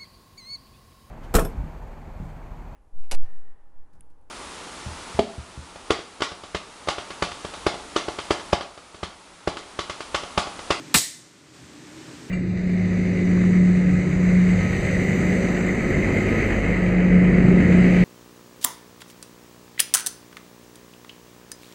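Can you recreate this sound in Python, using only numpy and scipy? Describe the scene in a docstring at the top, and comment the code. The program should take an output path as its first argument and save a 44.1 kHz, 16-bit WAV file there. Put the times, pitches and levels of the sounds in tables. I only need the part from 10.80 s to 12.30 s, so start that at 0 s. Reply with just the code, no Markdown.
"""Ventilation hums and hisses in a small hard room. Then a crossbow fires once, close up:
the latch snaps, setting the frame ringing, and the string slams home. The limbs thump, metal sings,
the stock kicks back and loose fittings rattle, while the room adds a bright tail.
The bang ducks an automatic gain control, which holds, then slowly lets the ventilation back up."""
import sys
import numpy as np
from scipy import signal
from scipy.fft import irfft
from scipy.io import wavfile
from scipy.ndimage import uniform_filter1d, minimum_filter1d

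SR = 44100
rng = np.random.default_rng(int(sys.argv[2]) if len(sys.argv) > 2 else 0)


def wav_out(sig):
    """Save sig, one row per channel (or a flat mono array), as 16-bit PCM at SR to the path in sys.argv[1]."""
    wavfile.write(sys.argv[1], SR, np.round(np.clip(np.atleast_2d(sig).T, -1, 1) * 32767).astype(np.int16))


N = 66150

# tone of the moving air, before its bass roll-off: (frequency [Hz], relative level [dB])
HISS_COLOUR = [(15, -63), (25, -42), (126, -5), (164, 4), (204, -3), (305, -2.5), (410, -8.5), (445, -16.5),
               (582, -13.5), (684, -18), (1140, -18.5), (1270, -19), (8130, -24.5), (10100, -36.5),
               (15500, -50)]
# fader ride on the hiss: (time [s], level [dB])
HISS_RIDE = [(0, -46.5), (.45, -44), (.6, -45.5), (.725, -46), (.745, -42.5), (.95, -45.5), (1.2, -45.5),
             (1.5, -47)]
# low resonances of the ventilation: (frequency [Hz], half-width [Hz], relative level [dB])
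RUMBLE_BANDS = [(83, 21, -9.5), (127, 10.7, -3.5), (156, 16, -5)]
# fader ride on the rumble: (time [s], level [dB])
RUMBLE_RIDE = [(0, -50), (.4, -51), (.68, -52), (.8, -43.5), (1.0, -51.5), (1.2, -49), (1.5, -51.5)]
# duct resonances: (frequency [Hz], half-width [Hz], relative level [dB])
HUM_BANDS = [(250, 26, -5.5), (293.3, 16, -3), (318.3, 6.2, -4), (385, 74, -6.5), (577.4, 12.5, -15)]
# fader ride on the hum: (time [s], level [dB])
HUM_RIDE = [(0, -46), (.4, -51.5), (.7, -51), (.98, -46), (1.12, -47), (1.35, -46), (1.46, -45)]
# broad midrange rush of air: (frequency [Hz], half-width [Hz], relative level [dB])
RUSH_BANDS = [(1100, 730, 1), (1860, 550, -0.5)]
# fader ride on the rush: (time [s], level [dB])
RUSH_RIDE = [(0, -56.5), (.45, -60), (.8, -60), (1.1, -55.5), (1.5, -58)]
# clicks of the latch and loose fittings: (time [s], relative level [dB], t60 [s])
LATCH_HITS = [(.1415, -7, 0.0029), (.1425, 4, 0.0057), (.1445, -11, 0.0068), (.166, -7, 0.0068),
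              (.175, -3, 0.028), (.184, 0, 0.013)]
# tone of a click: (frequency [Hz], relative level [dB])
LATCH_COLOUR = [(300, -15), (2500, -13), (4000, -4.5), (7500, -3.5), (9500, -10), (12000, -11),
                (15500, -18)]
# tone of the ringing frame: (frequency [Hz], relative level [dB])
FRAME_COLOUR = [(300, -9), (1500, -11), (3000, -8), (4000, 3.5), (6000, -3), (8200, 4), (9800, -3),
                (13500, -8.5), (15500, -11)]
# the room's reverb: (frequency [Hz], relative level [dB], t60 [s])
ROOM_TAIL = [(60, -24, 0.16), (200, -0.5, 0.36), (467, -3.5, 0.3), (1000, -6.5, 0.29), (1460, -11, 0.29),
             (1880, -4.5, 0.56), (2860, -4.5, 0.42), (3760, -4, 0.59), (5900, -1.5, .52), (8200, 0.5, 0.54),
             (9460, -8, 0.51), (11860, -15.5, 0.48), (15500, -21, 0.35)]
# string, limbs and bolt striking the frame: (time [s], relative level [dB], t60 [s])
SLAM_HITS = [(.1435, 1.5, 0.013), (.1453, 1, 0.026), (.1478, 0, 0.029), (.1515, -4, 0.067),
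             (.156, -8, 0.06)]
# tone of those blows: (frequency [Hz], relative level [dB])
SLAM_COLOUR = [(40, -30), (100, -12), (250, 1), (500, -7), (750, -3.5), (1300, 2.5), (2700, -0.5),
               (4500, -12), (9000, -15.5), (15500, -11)]
# modes of limbs and stock: (frequency [Hz], relative level [dB], t60 [s], attack [s])
LIMB_TONES = [(129, -18.5, .15, 0.0039), (286.4, -15.5, .11, .004), (383, -24.5, 0.14, .003),
              (411.2, -18.5, 0.1, 0.0027)]
# modes of rail and metal fittings: (frequency [Hz], relative level [dB], t60 [s])
METAL_TONES = [(666.5, -20, 0.067), (730, -17, 0.114), (1146, -14.5, 0.07), (1803, -17, 0.13),
               (1937, -33, 0.44), (2053, -33.5, 0.6), (2400, -17.5, 0.1), (2806, -14.5, 0.1),
               (3540, -10.5, 0.074), (3847, -23.5, 0.27), (5590, -23.5, 0.34), (6888, -20.5, 0.35),
               (7870, -25, .27), (7953, -15.5, 0.31), (8109, -22, 0.51)]

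LATCH_S, SLAM_S, RECOIL_S = .1415, SLAM_HITS[0][0], .154
TIME = np.arange(N) / SR


def undb(db):
    """Decibels to gain."""
    return 10 ** (np.asarray(db) / 20)


def noise(gain):
    """Noise of rms 1 whose spectrum follows gain(Hz)."""
    hz = np.maximum(np.arange(N // 2 + 1) * SR / N, 1)
    wave = irfft(gain(hz) * np.exp(2j * np.pi * rng.random(len(hz))), N)
    return wave / np.sqrt(np.mean(wave ** 2))


def along(points, hz, column=1):
    """Read a table's column on a log-frequency axis."""
    table = np.array(points, float)
    return np.interp(np.log(hz), np.log(table[:, 0]), table[:, column])


def fade(start, t60, attack=0):
    """Envelope that builds from start and dies away; all in seconds."""
    age = np.maximum(TIME - start, 0)
    return (1 - np.exp(-age / max(attack, 4 / SR))) * np.exp(-np.log(1000) * age / t60)


def ride(points):
    """Gain over time along a fader ride."""
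    return undb(np.interp(TIME, *np.array(points).T))


def drone(bands):
    """Airflow noise ringing in resonances."""
    return sum(undb(db) * noise(lambda hz: 1 / (1 + ((hz / peak - peak / hz) * peak / (2 * width)) ** 2))
               for peak, width, db in bands)


def ventilation(roll_off_hz=604):
    """The bed: moving air hisses over a rumble, a duct hum and a rush, each swelling on its own."""
    hiss = ride(HISS_RIDE) * noise(lambda hz: undb(along(HISS_COLOUR, hz)) * hz / np.hypot(hz, roll_off_hz))
    rumble = ride(RUMBLE_RIDE) * drone(RUMBLE_BANDS)
    hum = ride(HUM_RIDE) * drone(HUM_BANDS)
    rush = ride(RUSH_RIDE) * drone(RUSH_BANDS)
    return hiss + rumble + hum + rush


def cracks(hits, colour):
    """Hard parts collide: each hit is a short noise burst of the same colour."""
    power = sum((undb(db) * fade(start, t60)) ** 2 for start, db, t60 in hits)
    return noise(lambda hz: undb(along(colour, hz))) * np.sqrt(power)


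def frame_ring():
    """The frame rings so densely that it reads as bright noise."""
    return noise(lambda hz: undb(along(FRAME_COLOUR, hz))) * fade(LATCH_S, t60=.29, attack=.0033)


def room_tail():
    """Hard walls smear the bang into a diffuse tail; every band dies at its own rate."""
    edges_hz = np.geomspace(40, 16000, 36)
    tail, power = 0, 0
    for low, high in zip(edges_hz, edges_hz[1:]):
        centre = np.sqrt(low * high)
        gain = undb(along(ROOM_TAIL, centre)) * np.sqrt(high - low)
        envelope = fade(LATCH_S, t60=along(ROOM_TAIL, centre, column=2), attack=.0054)
        tail += gain * noise(lambda hz: (hz >= low) & (hz < high)) * envelope
        power += gain ** 2
    return tail / np.sqrt(power)


def struck_modes(tones):
    """The string's first blow starts decaying sines, alternating in polarity."""
    return sum((-1) ** k * undb(db) * fade(SLAM_S, t60, attack) * np.sin(2 * np.pi * hz * (TIME - SLAM_S))
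               for k, (hz, db, t60, attack) in enumerate(tones))


def metal_ring(attack_s=.0014):
    """Rail and fittings sing under the blow, all with the same fast attack."""
    return struck_modes([(*tone, attack_s) for tone in METAL_TONES])


def limb_thump(start_hz=245.6, sag_s=.0424):
    """The limbs swing out with a thump whose pitch dives as their tension goes."""
    age = np.maximum(TIME - SLAM_S, 0)
    cycles = start_hz * sag_s * (1 - np.exp(-age / sag_s))
    return fade(SLAM_S, t60=.055, attack=.01) * np.sin(2 * np.pi * cycles)


def recoil(hz=62.6):
    """The stock kicks back with a short bass punch."""
    return fade(RECOIL_S, t60=.048, attack=.025) * np.sin(2 * np.pi * hz * (TIME - RECOIL_S))


def scene():
    """Mono mix of the ventilation bed, the shot and its tail."""
    bed = ventilation()
    latch = undb(-1.5) * cracks(LATCH_HITS, LATCH_COLOUR)
    wash = undb(-3.5) * frame_ring() + undb(-11) * room_tail()
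    slam = undb(-1.5) * cracks(SLAM_HITS, SLAM_COLOUR)
    body = undb(3.5) * struck_modes(LIMB_TONES) + undb(4) * metal_ring()
    weight = undb(6.5) * limb_thump() + undb(3.5) * recoil()
    return (bed + latch + wash + slam + body + weight)[None]


def gain_control(x, threshold_db=-10.5, hold_s=.33, release_db_per_s=12):
    """The gain ducks at once above the threshold, holds, then climbs back at a steady rate."""
    power = uniform_filter1d(x ** 2, size=600)
    duck_db = np.minimum(0, threshold_db - 10 * np.log10(np.maximum(power, 1e-12)))
    half_hold = int(hold_s * SR / 2)
    held_db = minimum_filter1d(duck_db, 2 * half_hold + 1, origin=half_hold, mode="nearest")
    climb_db = release_db_per_s * TIME
    return x * undb(np.minimum.accumulate(held_db - climb_db) + climb_db)


def record(dry):
    """Master chain: gain control, soft clipping, a bass cut and a steep top cut."""
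    ceiling, bass_cut_hz, top_cut_hz = .8, 26, 15450
    clipped = ceiling * np.tanh(gain_control(dry[0]) / ceiling)
    tight = signal.sosfilt(signal.butter(2, bass_cut_hz, "highpass", fs=SR, output="sos"), clipped)
    return signal.sosfilt(signal.ellip(10, .2, 70, top_cut_hz, fs=SR, output="sos"), tight)[None]


dry = scene()
out = record(dry)
wav_out(out)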